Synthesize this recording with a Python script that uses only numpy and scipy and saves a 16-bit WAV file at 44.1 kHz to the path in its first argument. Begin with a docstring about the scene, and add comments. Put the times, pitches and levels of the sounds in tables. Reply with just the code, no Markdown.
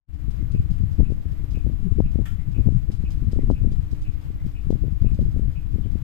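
"""A quiet room with a plugged-in wall clock, and a draught blowing across the microphone's two ports.
Up front the air rumbles, thumps and flutters as eddies and gusts hit the ports, mostly the left one.
Far beneath it the clock ticks softly twice a second and tocks once a second, thin metal ringing with
each beat, while its gear teeth click dryly in the case. One sharper snap and one small ping stand out
from a bed of faint motor hum and room hiss."""
import sys
import numpy as np
from scipy import signal
from scipy.fft import rfft, irfft, next_fast_len
from scipy.io import wavfile
from scipy.ndimage import uniform_filter1d

SR = 44100
rng = np.random.default_rng(int(sys.argv[2]) if len(sys.argv) > 2 else 0)


def store_wav(level_fs):
    """Save 16-bit WAV to argv[1]."""
    pcm = np.round(np.clip(np.atleast_2d(level_fs), -1, 1) * 32767)
    wavfile.write(sys.argv[1], SR, pcm.T.astype(np.int16))


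N = 265923
T = np.arange(N) / SR


def amp(db):
    """Decibels to gain."""
    return 10 ** (np.asarray(db) / 20)


def unit(x):
    """Scales to an rms of one."""
    return x / np.sqrt(np.mean(x ** 2) + 1e-20)


def colour(x, points):
    """An EQ curve through (Hz, dB) points joined on a log axis."""
    hz, db = np.transpose(points)
    f = np.fft.rfftfreq(x.shape[-1], 1 / SR)
    return irfft(rfft(x) * amp(np.interp(np.log(f + 1), np.log(hz), db)), x.shape[-1])


def noise(points, size=N):
    """Unrelated coloured noise for the two ports, with an rms of one."""
    return unit(colour(rng.standard_normal((2, next_fast_len(size))), points)[:, :size])


def wander(rate):
    """A smooth random modulator with an rms of one, up to about rate changes a second."""
    size = next_fast_len(N)
    f = np.fft.rfftfreq(size, 1 / SR)
    return unit(irfft(rfft(rng.standard_normal(size)) * np.exp(-(f / rate) ** 2), size)[:N])


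def steadied(x, span):
    """Levels out swells slower than span seconds."""
    return x / np.sqrt(abs(uniform_filter1d(x ** 2, int(span * SR))) + 1e-6)


def swell(s, width):
    """A bell-shaped envelope of height one around s seconds."""
    return np.exp(-.5 * ((T - s) / width) ** 2)


def sides(pan_db):
    """Left and right gains of constant power."""
    gains = np.array([amp(pan_db / 2), amp(-pan_db / 2)]).reshape(2, -1)
    return gains / np.sqrt(np.mean(gains ** 2, 0))


def add(mix, s, sound):
    """Mixes a sound in at s seconds."""
    part = mix[..., max(round(s * SR), 0):][..., :sound.shape[-1]]
    part += sound[..., :part.shape[-1]]


# The colour of the room tone. Each row: frequency in Hz, relative level in dB.
ROOM_EQ = [(30, 22), (150, 13), (250, 16), (400, 9), (550, 4.5), (1000, 0.5), (2200, -2.5), (3200, -7.5),
           (4400, -12), (6000, -15), (8200, -12.5), (8800, -19.5), (10500, -21), (11300, -15.5),
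           (13400, -13), (15000, -14.5)]


def room(level_db=-52, flicker_db=1.0):
    """A soft bed of hiss whose level flickers slightly."""
    return amp(level_db + flicker_db * wander(27)) * noise(ROOM_EQ)


# The tones of the hum. Each row: pitch in Hz, level in dB, pan as left minus right in dB.
HUM_TONES = [(213, -77.5, 8), (295.4, -57.5, -3.5), (389, -76.5, -8), (1146, -78, 23), (2460, -89.5, -8)]


def hum(waver_db=1.7, drift_hz=3.24):
    """The motor and the room hold faint tones that waver in pitch and level."""
    out = np.zeros((2, N))
    for hz, db, pan_db in HUM_TONES:
        turns = np.cumsum(hz + drift_hz * wander(6.84)) / SR + rng.random()
        out += sides(pan_db) * amp(db + waver_db * wander(4.4)) * np.sqrt(2) * np.sin(2 * np.pi * turns)
    return out


def click(points, t60, tail_db, tail_t60, rise_s, grain_db):
    """A burst of tiny uneven contacts that dies fast, and the room's tail."""
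    t = np.arange(SR // 3) / SR
    decay = amp(-60 * t / t60) + amp(tail_db - 60 * t / tail_t60)
    attack = 1 - np.exp(-t / rise_s)
    contacts = rng.standard_normal((2, len(t)))
    contacts *= amp(grain_db * np.minimum(rng.exponential(1, contacts.shape), 4))
    return unit(colour(contacts, points)) * attack * decay


# The snap's cue: start in seconds, relative level in dB.
SNAP_CUE = (2.2549, -50.5)
# The snap's colour. Each row: frequency in Hz, relative level in dB.
SNAP_EQ = [(400, -4), (880, 2), (1150, 3.5), (1380, 11), (1600, 3.5), (1830, 11), (2100, -0.5), (2500, 1),
           (2780, -1), (3050, 4), (3450, 2.5), (3700, -6), (3880, -5), (4220, -21), (4500, -8.5),
           (5300, -8), (5800, -15), (6350, -6.5), (8000, -4.5), (9700, -17), (11800, -7), (13800, -8),
           (15500, -26.5)]


def snap():
    """One sharp, broad snap, heard mostly through the room."""
    out = np.zeros((2, N))
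    s, db = SNAP_CUE
    burst = click(SNAP_EQ, t60=0.31, tail_db=-1.5, tail_t60=0.31, rise_s=0.00085, grain_db=1.5)
    add(out, s, amp(db) * burst)
    return out


# Teeth that catch and slip home with a clear click. Each row: start in seconds, relative level in dB.
TOOTH_CATCHES = [(0.131, -63.5), (0.3053, -60), (0.5138, -59), (0.703, -58), (0.915, -63.5), (1.1004, -64),
                 (1.505, -57.5), (2.9152, -54.5), (3.103, -55.5), (3.313, -55.5), (3.504, -59.5),
                 (3.7124, -57), (3.9105, -58), (4.014, -61), (4.21, -66), (4.4563, -60.5), (4.699, -57),
                 (5.1416, -58), (5.206, -61), (5.3138, -76)]
# The faint pulse of the other teeth: first pass in seconds, period in seconds.
TOOTH_PULSE = (0.311, 0.2)
# The bright colour of a tooth click. Each row: frequency in Hz, relative level in dB.
TOOTH_EQ = [(1200, -31.5), (2500, 2.5), (3500, 7), (5000, 8.5), (6700, 5.5), (8300, 3), (9500, -14),
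            (11300, -6), (13000, -8.5), (15500, -28.5)]
# The clock case's resonances. Each row: centre in Hz, width in Hz, boost in dB before case_ring scales it.
CASE_MODES = [(3070, 50, 8.5), (3200, 50, 9.5), (3560, 42, 9.5), (3890, 51, 7.5), (4160, 87, 5.5),
              (4780, 32, 9), (5020, 71, 8), (5495, 50, 5), (5970, 50, 4), (6620, 55, 10.5), (6894, 54, 8),
              (8170, 160, 11), (9400, 120, 18), (11130, 130, 12)]


def gears(level_db=-4.5, case_ring=1.09, tooth_db=-65, between_db=-70, spread_db=0.7):
    """The wheels click dryly, with fainter clicks halfway between teeth; the case rings with each."""
    out = np.zeros((2, N))
    first, period = TOOTH_PULSE
    faint = [(s, (between_db if k % 2 else tooth_db) + spread_db * rng.standard_normal())
             for k, s in enumerate(np.arange(first, T[-1], period / 2))]
    for s, db in TOOTH_CATCHES + faint:
        tooth = click(TOOTH_EQ, t60=0.097, tail_db=-9.0, tail_t60=0.76, rise_s=0.0022, grain_db=7.5)
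        add(out, s, amp(db + level_db) * tooth)
    f = np.fft.rfftfreq(N, 1 / SR)
    resonances = sum((amp(db) - 1) / (1 + 2j * (f - hz) / width) for hz, width, db in CASE_MODES)
    return irfft(rfft(out) * (1 + case_ring * resonances), N)


# Thin metal in the movement. Each row: ratio to the ring pitch, relative level in dB, t60 in seconds.
METAL_MODES = [(0.9, -7, 0.15), (0.953, -7, 0.37), (0.984, -5, 0.22), (1.005, -1.5, 0.2), (1.02, -2, 0.14),
               (1.106, -9, 0.26), (1.131, -8, 0.1)]


def strikes(rows, level_db, width_hz, t60, ring_db, lead_s=0.0095, lead_db=-6, tail_db=-8, tail_t60=0.33):
    """A light touch, then the hit itself: a narrow noise burst that leaves thin metal ringing."""
    out, t = np.zeros((2, N)), np.arange(SR // 3) / SR
    f = np.fft.rfftfreq(len(t), 1 / SR)
    after = np.maximum(t - lead_s, 0)
    attack = np.where(t < lead_s, amp(lead_db), 1) * np.minimum(t / 0.00073, 1)
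    lag = np.array([[0], [np.pi / 2]])  # the ring reaches the right port a quarter cycle later
    for s, db, hz, pan_db in rows:
        band = 1 / (1 + 2j * (f - hz) / width_hz) ** 2
        band_noise = irfft(rfft(rng.standard_normal((2, len(t)))) * band, len(t))
        burst = steadied(unit(band_noise), span=0.012)
        burst *= amp(-60 * after / t60) + amp(tail_db - 60 * after / tail_t60)
        ring = sum(amp(ring_db + mode_db - 60 * after / decay) * np.sin(2 * np.pi * ratio * hz * t - lag)
                   for ratio, mode_db, decay in METAL_MODES)
        add(out, s - lead_s, amp(db + level_db) * sides(pan_db) * attack * (burst + ring))
    return out


def beats(first, period, hz, levels, detune=0.003, sway_db=-4.5):
    """Evenly spaced cues for strikes(), each nudged at random in pitch and pan."""
    starts = first + period * np.arange(len(levels))
    pitch, pan = rng.standard_normal((len(levels), 2)).T
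    return list(zip(starts, levels, hz * (1 + detune * pitch), sway_db * pan))


# The clock's two pulses. Each gives: first beat in seconds, period in seconds, ring pitch in Hz.
TICK_PULSE = (0.55, 0.5015, 2565)
TOCK_PULSE = (0.399, 0.9995, 2105)
# Their accents. Each entry: one beat's relative level in dB.
TICK_ACCENTS = [-1.7, -2, 0.74, -1, 1, 1, -1.1, 0.28, 0.92, -1, 0.5]
TOCK_ACCENTS = [-2.5, -7, -1, -1, -4]
# The ping. Its row: time in seconds, relative level in dB, ring pitch in Hz, left minus right in dB.
PING_CUE = [(5.838, -69.5, 3130, 0)]


def movement():
    """The clock beats with a ringing tick and a lower, drier tock; a small part pings once."""
    tick = strikes(beats(*TICK_PULSE, TICK_ACCENTS), level_db=-68.0, width_hz=430, t60=0.22, ring_db=12.5)
    tock = strikes(beats(*TOCK_PULSE, TOCK_ACCENTS), level_db=-64.5, width_hz=400, t60=0.055, ring_db=6.0)
    ping = strikes(PING_CUE, level_db=-1.0, width_hz=800, t60=0.1, ring_db=7.0)
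    return tick + tock + ping


# Short vortex trains. Each row: centre in seconds, level in dB, pitch in Hz, half length in seconds.
VORTEX_TRAINS = [(0.414, -35.5, 320, 0.0079), (0.995, -24.5, 300, 0.0051), (1.868, -17, 178, 0.015),
                 (1.87, -34, 380, 0.0071), (1.988, -15, 347, 0.002), (3.3907, -14, 342, 0.0017),
                 (4.7055, -13, 347, 0.0013), (5.193, -31.5, 562, 0.0029)]


def flutter(sag_per_s=6):
    """Vortices shed at a slowing rate give brief hollow notes at the left port."""
    left = np.zeros(N)
    for s, db, hz, width in VORTEX_TRAINS:
        turns = hz * (1 - np.exp(-sag_per_s * np.clip(T - s, -.1, .1))) / sag_per_s
        left += amp(db) * swell(s, width) * np.cos(2 * np.pi * turns)
    return np.array([left, np.zeros(N)])


# Gusts that hit the left port. Each row: time in seconds, relative peak in dB, sharpness in Hz.
GUSTS = [(0.283, -13, 154.5), (0.428, -11, 135), (0.55, -8, 156), (0.562, -12.5, 144.5), (0.602, -8, 113),
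         (0.717, -11.5, 106.6), (0.775, -10.5, 69), (0.836, -4, 93.5), (0.991, -8.5, 159),
         (1.0042, -4.5, 225), (1.019, -6.5, 116.5), (1.0306, -2.5, 108), (1.068, -12.5, 111),
         (1.104, -13, 214), (1.122, -7.5, 183), (1.257, -18.5, 213), (1.55, -11.5, 126.6),
         (1.574, -15, 244), (1.666, -10.5, 212), (1.675, -3.5, 97), (1.699, -17, 233), (1.922, -6.5, 119.6),
         (1.9941, -7, 175), (2.004, 0, 258), (2.062, -8, 93), (2.158, -5.5, 170), (2.19, -9.5, 223),
         (2.199, -8.5, 170), (2.214, -12.5, 170.5), (2.336, -14.5, 94.6), (2.566, -15, 180),
         (2.591, -7.5, 171), (2.6, -7.5, 112.4), (2.613, -9, 129), (2.659, -10, 139), (2.673, -5.5, 136),
         (2.688, -4.5, 197), (2.724, -7, 116), (2.748, -19.5, 201), (2.764, -4, 58.7), (2.901, -12.5, 188),
         (3.039, -11.5, 165), (3.227, -7.5, 123), (3.287, -16.5, 90.5), (3.333, -8, 184.4),
         (3.363, -10.5, 194), (3.3895, -8, 251), (3.434, -5.5, 128), (3.458, -14.5, 91), (3.502, -3, 338),
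         (3.512, -3.5, 219), (3.616, -20.5, 188.5), (3.634, -9.5, 76.3), (3.649, -8, 181), (3.675, -5, 113),
         (3.718, -11.5, 165), (3.738, -15, 170), (3.794, -7, 74), (3.933, -11.5, 143.4), (4.094, -14, 61),
         (4.141, -11.5, 59.6), (4.304, -15.5, 168), (4.465, -7, 109.3), (4.669, -9, 119.3),
         (4.7059, -6.5, 273), (4.728, -9, 236), (4.756, -10.5, 167.5), (4.84, -9.5, 180.4),
         (4.851, -8, 136.6), (4.882, -12, 181), (5.021, -6.5, 110), (5.047, -8, 182), (5.066, -6, 103),
         (5.119, -8.5, 116), (5.191, -7, 159.4), (5.214, -12, 185), (5.227, -8, 141.5), (5.264, -9, 134),
         (5.289, -12, 119), (5.344, -14.5, 139), (5.364, -12, 183.4), (5.396, -8, 169), (5.428, -9, 102.5),
         (5.483, -7, 93.5), (5.743, -10.5, 145), (5.76, -9.5, 152), (5.785, -14.5, 201),
         (5.957, -6.5, 138.5)]


def thumps(level_db=-1.5, leak_hz=40, right_db=-30, finest_ratio=6.62, finest_growth=0.46, lean=0.19):
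    """Each gust is a rounded, slightly lopsided cusp of pressure; the port leaks, so a dip follows."""
    pressure, size = np.zeros(N), 4096
    f = np.fft.rfftfreq(size, 1 / SR)
    for s, db, hz in GUSTS:
        top_hz = finest_ratio * hz * amp(finest_growth * db)  # sharper, stronger gusts shed finer swirls
        cusp = np.fft.fftshift(irfft(np.exp(-f / hz - (f / top_hz) ** 3 - 1j * lean)))
        add(pressure, s - size / 2 / SR, amp(db) * cusp / cusp.max() * np.hanning(size))
    leaked = signal.lfilter(*signal.butter(1, leak_hz, "high", fs=SR), pressure)
    return amp(level_db) * leaked * amp([[0], [right_db]])


def gust_swells(push_db=-12.0, wake_db=-27, width_s=0.01508, lead_s=0.0024, pivot_hz=140, wake_tilt=0.53):
    """Power envelopes around the gusts: blunt ones push the rumble, sharp ones stir a wake of eddies."""
    push, wake = np.zeros((2, N))
    for s, db, hz in GUSTS:
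        power = (amp(db) * swell(s - lead_s, width_s)) ** 2
        push += power * amp(push_db) ** 2 * pivot_hz / hz
        wake += power * (amp(wake_db) * (hz / pivot_hz) ** wake_tilt) ** 2
    return push, wake


# The draught's fader rides, overall and at the sheltered right port.
# Each row: time in seconds, relative level in dB.
DRAUGHT_RIDE = [(0.15, -23), (0.45, -19.5), (1.05, -18), (1.15, -22.5), (1.45, -20), (1.85, -17.5),
                (2.4, -20), (2.65, -18.5), (3.1, -18.5), (3.3, -15), (3.75, -17.5), (3.88, -25.5),
                (4.05, -26), (4.35, -26.5), (4.58, -25.5), (4.75, -17.5), (5.45, -17), (5.6, -22),
                (5.9, -17.0), (6.02, -22.5)]
LEE_RIDE = [(0.2, -43.5), (0.7, -35.5), (1.0, -35.5), (2.9, -40), (3.4, -30), (3.9, -34), (4.15, -41.5),
            (4.4, -32.5), (4.85, -44), (5.2, -28), (5.6, -38.5), (6.0, -50)]
# Puffs that reach round to the right port. 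Each row: centre in seconds, relative level in dB.
LEE_PUFFS = [(0.585, -19), (2.055, -23.5), (3.06, -29), (3.45, -33), (3.71, -36), (4.04, -23), (4.71, -30),
             (5.27, -33)]
# The colours of the large and the small eddies. Each row: frequency in Hz, relative level in dB.
RUMBLE_EQ = [(8, 2), (20, -7.5), (36, 2), (65, -2), (95, -4), (130, -10.5), (180, -19), (300, -50.5),
             (600, -100.5)]
EDDY_EQ = [(60, -23), (110, -4.5), (150, 5.5), (200, 1), (300, -15.5), (450, -26), (600, -33), (900, -48),
           (1600, -105)]
# Shelter lets only the largest eddies through. Each row: frequency in Hz, gain in dB.
LEE_EQ = [(40, 4), (80, 3), (130, -4), (220, -11.5)]


def draught(usual_db=-21, rumble_db=-3.5, rumble_follow=0.72, eddies_db=-42.5, eddies_follow=1.5,
            right_db=-4.0, shelter_db=9, puff_s=0.021, lumpy_db=3.5, quicken=0.033, gust_share=0.32):
    """Large eddies rumble at both ports; small ones clump around sharp gusts, mostly on the left."""
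    strength_db = np.interp(T, *np.transpose(DRAUGHT_RIDE)) - usual_db
    push, wake = gust_swells()
    lumps_db = lumpy_db * wander(30)
    left_gain = np.sqrt(amp(usual_db + rumble_db + rumble_follow * strength_db) ** 2 + push)
    puffs = sum(amp(db) * swell(s, puff_s) for s, db in LEE_PUFFS)
    lee_gain = amp(np.interp(T, *np.transpose(LEE_RIDE))) + puffs
    exposed, sheltered = steadied(noise(RUMBLE_EQ) * amp(lumps_db), span=0.0845)
    large = np.array([exposed * left_gain, colour(sheltered, LEE_EQ) * lee_gain * amp(right_db)])
    small_db = 10 * np.log10(amp(eddies_db + eddies_follow * strength_db) ** 2 + wake)
    # faster air sweeps the eddies past sooner, so louder is also brighter
    speed = np.exp(quicken * (lumps_db + gust_share * (small_db - small_db.mean())))
    eddies = noise(EDDY_EQ, size=2 * N)
    swept = np.array([np.interp(np.cumsum(speed), np.arange(2 * N), port) for port in eddies])
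    small = steadied(swept * amp(lumps_db), span=0.12) * amp(small_db)
    small[1] *= lee_gain / left_gain * amp(-shelter_db)
    return large + small


def ports(air, ceiling=0.82, round_hz=2600):
    """The narrow ports choke the strongest puffs and round their edges."""
    choked = air / (1 + (air / ceiling) ** 6) ** (1 / 6)
    return signal.sosfiltfilt(signal.butter(4, round_hz, fs=SR, output="sos"), choked)


# The right port's scoop in the upper treble. Each row: frequency in Hz, gain in dB.
RIGHT_PORT_EQ = [(3000, -0.5), (5000, -2), (6500, -6.5), (7500, -23), (8500, -23.5), (9200, 0),
                 (12000, -1.5)]


def scene():
    """Clock and room reach both ports through the air; the draught acts on the ports themselves."""
    left, right = movement() + gears() + snap() + hum() + room()
    wind = ports(draught() + thumps() + flutter())
    return np.array([left, colour(right, RIGHT_PORT_EQ)]) + wind


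def record(dry, edge_hz=15550):
    """The master: a quick fade in to a 2 dB lift, a 4 ms fade out and a steep high cut."""
    fade_db = np.interp(T, [0, .065, .09, .14, .24], [-58.0, -57, -9.0, -1.5, 2.0])
    fade_out = np.minimum((T[-1] - T) / .004, 1)
    high_cut = signal.firwin(511, edge_hz, window=("kaiser", 9), fs=SR)
    return signal.oaconvolve(dry * amp(fade_db) * fade_out, high_cut[None], "same")


dry = scene()
out = record(dry)
store_wav(out)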